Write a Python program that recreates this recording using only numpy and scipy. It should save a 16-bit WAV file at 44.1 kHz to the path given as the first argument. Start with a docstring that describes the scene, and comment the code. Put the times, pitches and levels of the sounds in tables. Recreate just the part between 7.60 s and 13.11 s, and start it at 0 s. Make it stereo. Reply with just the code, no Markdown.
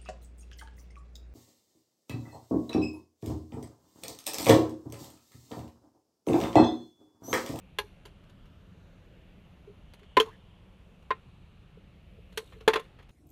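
"""A quiet outdoor rumble, then cracks: a thin steel blade levers ice from a plastic tub on concrete. Each
brittle fracture is a burst of dense, fast-dying vibration that excites the damped modes of the hollow tub, the
ice slab, the plastic wall and the blade. Between cracks the tub knocks softly, the ice ticks and scrapes, and a
far vehicle passes. Meltwater squeaks once in a closing gap, and ice peels from the wall with a fine crackle
that swells near 4.8 s and again near 5.15 s, among the last cracks."""
import sys
import numpy as np
from scipy import signal
from scipy.fft import rfft, irfft, next_fast_len
from scipy.io import wavfile

SR = 44100
rng = np.random.default_rng(int(sys.argv[2]) if len(sys.argv) > 2 else 0)


def output_pcm(signal):
    """Save a mono or channel-first signal as 16-bit PCM at the path in sys.argv[1].

    Samples are clipped to [-1, 1] before scaling.
    """
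    pcm = np.clip(np.atleast_2d(signal).T, -1, 1) * 32767
    wavfile.write(sys.argv[1], SR, np.round(pcm).astype(np.int16))


N = 242991
TIME = np.arange(N) / SR
RING_SAMPLES = 10800
AGE = np.arange(RING_SAMPLES) / SR  # seconds since a blow
THIRD_OCTAVES_HZ = 25 * 2 ** (np.arange(29) / 3)
SIDES = np.array([[1], [-1]])  # left, right


def undb(db):
    """Decibels to amplitude ratio."""
    return 10 ** (np.asarray(db) / 20)


def unit_rms(x):
    """Scale to rms 1."""
    return x / np.sqrt(np.mean(x ** 2))


def unit_blow(x):
    """Scale each channel to the energy of 10 ms at rms 1."""
    return x / np.sqrt(np.sum(x ** 2, axis=-1, keepdims=True) / (SR / 100) + 1e-18)


def at_hz(table, hz):
    """Interpolate a table's columns on a log-frequency axis."""
    f, *columns = np.transpose(table)
    return [np.interp(np.log(hz), np.log(f), column) for column in columns]


def add(out, start_s, sound):
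    """Superpose a sound from start_s on."""
    i = int(start_s * SR)
    out[:, i:i + sound.shape[1]] += sound[:, :N - i]


def band_noise(hz, width_hz, size, patchy_db=0):
    """Two independent noises in one steep band; patchiness favours some frequencies, as mode clusters do."""
    n = next_fast_len(size, True)
    f = np.arange(n // 2 + 1) * SR / n
    passband = 1 / (1 + (2 * (f - hz) / width_hz) ** 6)
    clusters = np.interp(f, np.arange(100) * 240, rng.standard_normal(100))
    white = rfft(rng.standard_normal((2, n)))
    return unit_rms(irfft(white * passband * undb(patchy_db * clusters))[:, :size])


def third_octave(hz, correlation, size, patchy_db=0):
    """Partial coherence: mid and side noises mix into one stereo third-octave band."""
    mid, side = band_noise(hz, hz / 3.6, size, patchy_db)
    c = np.clip(correlation, -.99, .99)
    return np.sqrt((1 + c) / 2) * mid + np.sqrt((1 - c) / 2) * side * SIDES


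def wander(rate_hz, size):
    """A continuous random fluctuation with a spread near 1."""
    steps = np.arange(size) * rate_hz / SR
    return np.interp(steps, np.arange(4096), rng.standard_normal(4096))


# Spectrum of the outdoor air. Each row: frequency in Hz, relative spectral density in dB.
AIR_SPECTRUM = [(15, -34.5), (25, -3.5), (69, -1), (139, -8), (191, -4.5), (224, -15), (488, -22.5),
                (529, -21), (729, -26), (1500, -29.5), (1960, -32), (2930, -28.5), (5280, -47.5),
                (13800, -54.5), (15000, -65.5)]
# Its stereo field. Each row: frequency in Hz, left minus right in dB, correlation of the channels.
AIR_FIELD = [(60, 2, 0.97), (193, .5, 0.97), (380, -1, .5), (700, 5, 0.22), (1300, -5, 0.26),
             (2405, 13.5, -0.45), (4400, 4.5, 0), (8000, 5, 0), (14690, -0.5, 0)]
def outdoor_air(level_db=-54):
    """Ambient noise, coherent at long wavelengths: a low rumble and faint hiss whose bands waver."""
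    bands = 0
    for hz in THIRD_OCTAVES_HZ:
        pan_db, correlation = at_hz(AIR_FIELD, hz)
        band = third_octave(hz, correlation, N) * undb(SIDES * pan_db / 2)
        waver = undb(1.8 * wander(2.4, N))
        bands += np.sqrt(hz) * waver * band / np.std(band.mean(axis=0))  # equal power per Hz
    n = next_fast_len(N, True)
    colour_db = at_hz(AIR_SPECTRUM, np.arange(1, n // 2 + 2) * SR / n)[0]
    air = irfft(rfft(bands, n) * undb(colour_db), n)[:, :N]
    return air * undb(level_db) / np.std(air.mean(axis=0))


# Spectrum of a fracture. Each row: frequency in Hz, relative third-octave level in dB,
# left minus right in dB.
FRACTURE_SPECTRUM = [ (90.53, -26.5, 1.5), (174, -27.5, -1), (247, -8.5, 1), (322, -12.5, 4),
                     (450, 3.5, 8.5), (690.5, -13, 4.5), (953.6, -6, -4), (1705, -4.5, -4), (3200, -2, 1),
                     (4100, -5, -4.5), (5100, -13, -2), (6670, -11, 1), (7950, -18, 7.5),
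                     (9810, -13.5, 6.5), (14500, -18, -5), ]
def fracture(thud_db, treble_db, t60, rise_s):
    """Modal overlap: a fracture runs in tiny jumps and shakes countless short modes that merge as noise."""
    jumps = undb(2.5 * wander(1400, RING_SAMPLES))
    ground_reflection = 1 + .5 * np.exp(-((AGE - .0062) / 0.0014) ** 2)
    attack = (1 - np.exp(-AGE / rise_s)) * jumps * ground_reflection
    yard_reverb = undb(-31) * np.exp(-np.log(1000) * AGE / 0.45)
    tilt = [(250, thud_db), (900, 0), (2000, 0), (8000, treble_db)]
    out = 0
    for hz in THIRD_OCTAVES_HZ[THIRD_OCTAVES_HZ > 90]:
        db, pan_db = at_hz(FRACTURE_SPECTRUM, hz)
        db += at_hz(tilt, hz)[0]
        band_t60 = t60 * (hz / 2000) ** -.13  # treble dies first
        decay = np.exp(-np.log(1000) * AGE / band_t60)
        correlation = 1 / (1 + (hz / 1200) ** 2)
        noise = third_octave(hz, correlation, RING_SAMPLES, patchy_db=5 * min(hz / 4000, 1))
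        out += undb(db + SIDES * pan_db / 2) * unit_blow(noise * attack * (decay + yard_reverb))
    return out


def ring(modes, rise_s, pitch_hz=None, damping=1, scatter_db=0):
    """Free vibration is a sum of damped sines; pitch_hz retunes the first, damping divides decay times."""
    out = 0
    for k, (hz, db, t60, pan_db, lead) in enumerate(modes):
        if pitch_hz and k == 0:
            hz = pitch_hz
        # Where the blow lands scatters each mode's level and phase.
        offset_db, start_phase = scatter_db * rng.standard_normal(2)
        phase = 2 * np.pi * hz * AGE + start_phase + SIDES * lead / 2
        decay = np.exp(-np.log(1000) * AGE * damping / t60)
        out += undb(db + offset_db + SIDES * pan_db / 2) * np.sin(phase) * decay
    out *= 1 - np.exp(-AGE / rise_s)
    return out / np.sqrt(np.sum(out ** 2) / (2 * SR / 100))  # energy of 10 ms at rms 1


# Modes of the hollow tub. 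Each row: nominal frequency in Hz, relative level in dB, time to fall
# 60 dB in seconds, left minus right in dB, phase lead of the left in radians.
TUB_MODES = [(442.7, 14.5, 0.096, 3.5, -0.0059), (430, -8, 0.019, 4, .3), (267.1, -16, 0.18, -0.5, 0.29),
             (522, -16.5, .05, 2, .2), (700.5, -15.5, 0.043, 10, -.2)]
GRIPPED_HZ, LOOSE_HZ = 413.2, 440.2
FLOOR_LOOSE_S = 2.585  # between the two snaps of a double crack
def tub(start_s, rise_s, damping=1):
    """Resonance of a hollow body: the main mode rises once the ice lets go of the tub's floor."""
    pitch_hz = GRIPPED_HZ if start_s < FLOOR_LOOSE_S else LOOSE_HZ
    return ring(TUB_MODES, rise_s, pitch_hz, damping)


# The slab's one mode, with columns as for the tub; each crack sets its frequency.
SLAB_MODES = [(1014, 1, 0.078, -4.5, 1.35)]
def slab(pitch_hz):
    """Plate resonance: the ice slab rings at a pitch that shifts with how it is gripped."""
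    return ring(SLAB_MODES, rise_s=0.0033, pitch_hz=pitch_hz)


# Modes of the plastic wall, frozen to the ice and free of it, with columns as for the tub.
FROZEN_WALL_MODES = [ (851, -2, 0.13, -2, 1.7), (941, -1, 0.079, -5, 1.3), (1023, 2.5, 0.068, -4, 1.5),
                     (1250, -14, 0.025, 1, -0.74), (1647, 0.5, 0.084, -9, -1.3),
                     (2060, -1.5, 0.054, -13, -2), (2824, 1, 0.056, 11, -2), (3080, -12, 0.053, 3, -1.4),
                     (3470, 5, 0.036, -5, -1.4), (4020, -9, 0.045, -15, -1.3), ]
FREE_WALL_MODES = [ (885, -2.5, .07, -2.5, 4), (895, -2, 0.072, -8.5, -2.5), (1049, -0.5, 0.11, -7, 0.1),
                   (1196, -7, 0.082, -5.5, 1.55), (1328, -8.5, .1, -2.5, .5), (1554, -4.5, .06, -5.5, 1),
                   (1640, -2, 0.05, -4.5, 1), (1769, -1, 0.084, -6, 1.97), (1858, -5, 0.082, -11.5, 3.5),
                   (2117, 0, .07, -2, 1.8), (2455, -6, .08, 1.5, -1.5), (2798, -8.5, .075, 2.5, -3.5),
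                   (2980, -8.5, .06, 2.5, -3.5), (3640, -10.5, .065, 0, 4), (3820, -13, .06, -4.5, 5), ]
BREAKAWAY_S = 2.5
def wall(start_s):
    """Boundary conditions set the modes: the wall rings differently once the block has broken away."""
    modes = FROZEN_WALL_MODES if start_s < BREAKAWAY_S else FREE_WALL_MODES
    return ring(modes, rise_s=0.00069, scatter_db=2)


# Modes of the steel blade, with columns as for the tub.
BLADE_MODES = [(3150, 0.5, 0.054, 3.007, -2), (3035, -1, 0.03, 5.6, 1.2), (3330, -5, 0.044, 8.5, -5.5),
               (2680, -4.5, 0.018, 6.46, -2), (6380, -26, .09, 0.5, 1.5)]
def blade():
    """Bending vibration: the thin steel rings high and briefly."""
    return ring(BLADE_MODES, rise_s=.0005, scatter_db=2)


# The ice gives way. Each row: start in seconds, burst level in dB, treble shift in dB, burst's 60 dB
# decay time at 2 kHz in seconds, tub and slab levels in dB, slab pitch in Hz, wall and blade levels in dB.
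ICE_CRACKS = [ (0.1857, -35, 6, 0.069, -33, -45, 950, -25, -36.5),
              (0.4532, -56, 6.5, .11, -51, -64, 1080, -50.5, -53),
              (2.5686, -25.5, -6.5, 0.068, -22.5, -9.5, 1014, -17, -36),
              (2.5995, -31, 4.5, .074, -16.5, -35, 1015, -27, -18),
              (3.5056, -35, -17, 0.053, -33.5, -19.5, 1043, -33, -57),
              (3.5115, -37, -22, .04, -43.5, -33, 1035, -30, -55),
              (4.774, -38, 9, 0.072, -31, -47, 1045, -36, -32),
              (5.0774, -24.5, -2.5, 0.088, -13, -18.5, 892, -17, -27),
              (5.134, -28.5, -6.5, .085, -42, -34, 998, -26.5, -33.5),
              (5.1568, -27, -12.5, 0.069, -24.5, -29, 1049, -26.5, -50),
              (5.1945, -50, 3, 0.064, -40.5, -49, 1040, -43, -60), ]
# A hard blow also thuds. Each row: mean of slab and wall levels in dB, bass shift of the burst in dB.
THUD_CURVE = [(-33, -13), (-17.5, -1), (-13, 6)]
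def cracks():
    """Impulse excitation: each crack rings all four bodies, in shares set by where the ice breaks."""
    out = np.zeros((2, N))
    for start_s, db, treble_db, t60, tub_db, slab_db, slab_hz, wall_db, blade_db in ICE_CRACKS:
        thud_db = np.interp((slab_db + wall_db) / 2, *np.transpose(THUD_CURVE))
        crack = undb(db) * fracture(thud_db, treble_db, t60, rise_s=.0005)
        crack += undb(tub_db) * tub(start_s, rise_s=0.0026)
        crack += undb(slab_db) * slab(slab_hz)
        crack += undb(wall_db) * wall(start_s)
        crack += undb(blade_db) * blade()
        add(out, start_s, crack)
    return out


# The tub shifts and bumps. Each row: start in seconds, level in dB.
TUB_KNOCKS = [(.238, -48), (2.074, -45.5), (2.094, -48.5), (2.417, -55), (2.667, -44), (4.173, -52.5),
              (4.586, -53.5), (4.828, -51.5), (4.96, -51.5), (5.009, -50.5)]
HELD_FROM_S, HELD_TO_S = 4.0, 4.9
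def knocks():
    """Contact damping: soft bumps ring only the tub, and die sooner while a hand presses its rim."""
    out = np.zeros((2, N))
    for start_s, db in TUB_KNOCKS:
        damping = 4.2 if HELD_FROM_S < start_s < HELD_TO_S else 1.1
        add(out, start_s, undb(db) * tub(start_s, rise_s=0.0047, damping=damping))
    return out


# Small slips of ice and blade. Each row: start in seconds, level in dB, rise time in seconds.
ICE_SLIPS = [ (.636, -70.5, 0.0018), (.695, -65, .0015), (.854, -69, .002), (2.336, -59.5, 0.00065),
             (2.391, -67, .002), (2.427, -62, 0.007), (2.657, -61, .001), (2.683, -63, .002),
             (3.424, -71, .002), (4.723, -63.5, .0015), (4.921, -56, .012), (5.005, -56.5, 0.0042),
             (5.386, -56, .018), (5.424, -66.5, 0.0018), (5.49, -64.5, 0.0016), ]
def slips():
    """A slower force has a narrower spectrum: quick slips tick brightly, slow ones give a duller scrape."""
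    out = np.zeros((2, N))
    for start_s, db, rise_s in ICE_SLIPS:
        treble_db = 4 - 3.5 * np.log2(rise_s / .001)  # falls with each doubling of the rise time
        add(out, start_s, undb(db) * fracture(thud_db=-7, treble_db=treble_db, t60=0.077, rise_s=rise_s))
    return out


def far_vehicle(nearest_s=1.55, peak_db=-63.5, half_power_s=.2):
    """Spherical spreading: the noise of a passing vehicle varies inversely with its distance."""
    relative_distance = np.hypot(1, (TIME - nearest_s) / half_power_s)
    return band_noise(hz=450, width_hz=420, size=N) * undb(peak_db) / relative_distance


POCKET_OPEN_HZ, POCKET_CLOSED_HZ = 995, 1820
POCKET_CLOSES_S, POCKET_SLIDE_S = 2.712, 0.0036
def meltwater(start_s=2.655, length_s=0.11, ramp_s=0.01, level_db=-46, fade_db_per_s=180):
    """Cavity resonance: water squeezed through a fresh gap squeaks, rising as its air pocket shrinks."""
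    closure = (1 + np.tanh((TIME - POCKET_CLOSES_S) / (2 * POCKET_SLIDE_S))) / 2
    hz = POCKET_OPEN_HZ + (POCKET_CLOSED_HZ - POCKET_OPEN_HZ) * closure
    phase = 2 * np.pi * np.cumsum(hz) / SR + .4 * SIDES
    age = np.clip(TIME - start_s, 0, length_s)
    gate = np.minimum(np.minimum(age, length_s - age) / ramp_s, 1)
    flutter = wander(250, N) + 1j * wander(380, N)  # unsteady amplitude and phase
    whistle = unit_rms(np.real(flutter * np.exp(1j * phase)))
    return whistle * gate * undb(level_db - fade_db_per_s * age)


# Ice peels from the wall. Each row: time of the peak in seconds, peak level in dB.
ICE_PEELS = [(4.80, -58), (5.15, -66)]
def peeling(rise_db_per_s=286.5, fade_db_per_s=100):
    """Adhesive failure: a fine crackle swells and fades as the ice lets go of the plastic."""
    fizz = band_noise(hz=9000, width_hz=12000, size=N, patchy_db=4.5)
    fizz += undb(4) * band_noise(hz=3940, width_hz=900, size=N)
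    crackle = unit_rms(fizz * undb(4.3 * wander(300, N)))
    swell = 0
    for peak_s, db in ICE_PEELS:
        below_peak_db = np.maximum(rise_db_per_s * (peak_s - TIME), fade_db_per_s * (TIME - peak_s))
        swell += undb(db - below_peak_db)
    return crackle * swell


def scene():
    """Superposition: the sounds at the tub add to the outdoor background."""
    return cracks() + slips() + knocks() + meltwater() + peeling() + outdoor_air() + far_vehicle()


def record(dry, cutoff_hz=14400):
    """Band limiting: a steep elliptic low-pass removes the highest treble."""
    return signal.sosfilt(signal.ellip(8, .2, 70, cutoff_hz, fs=SR, output="sos"), dry)


dry = scene()
out = record(dry)
output_pcm(out)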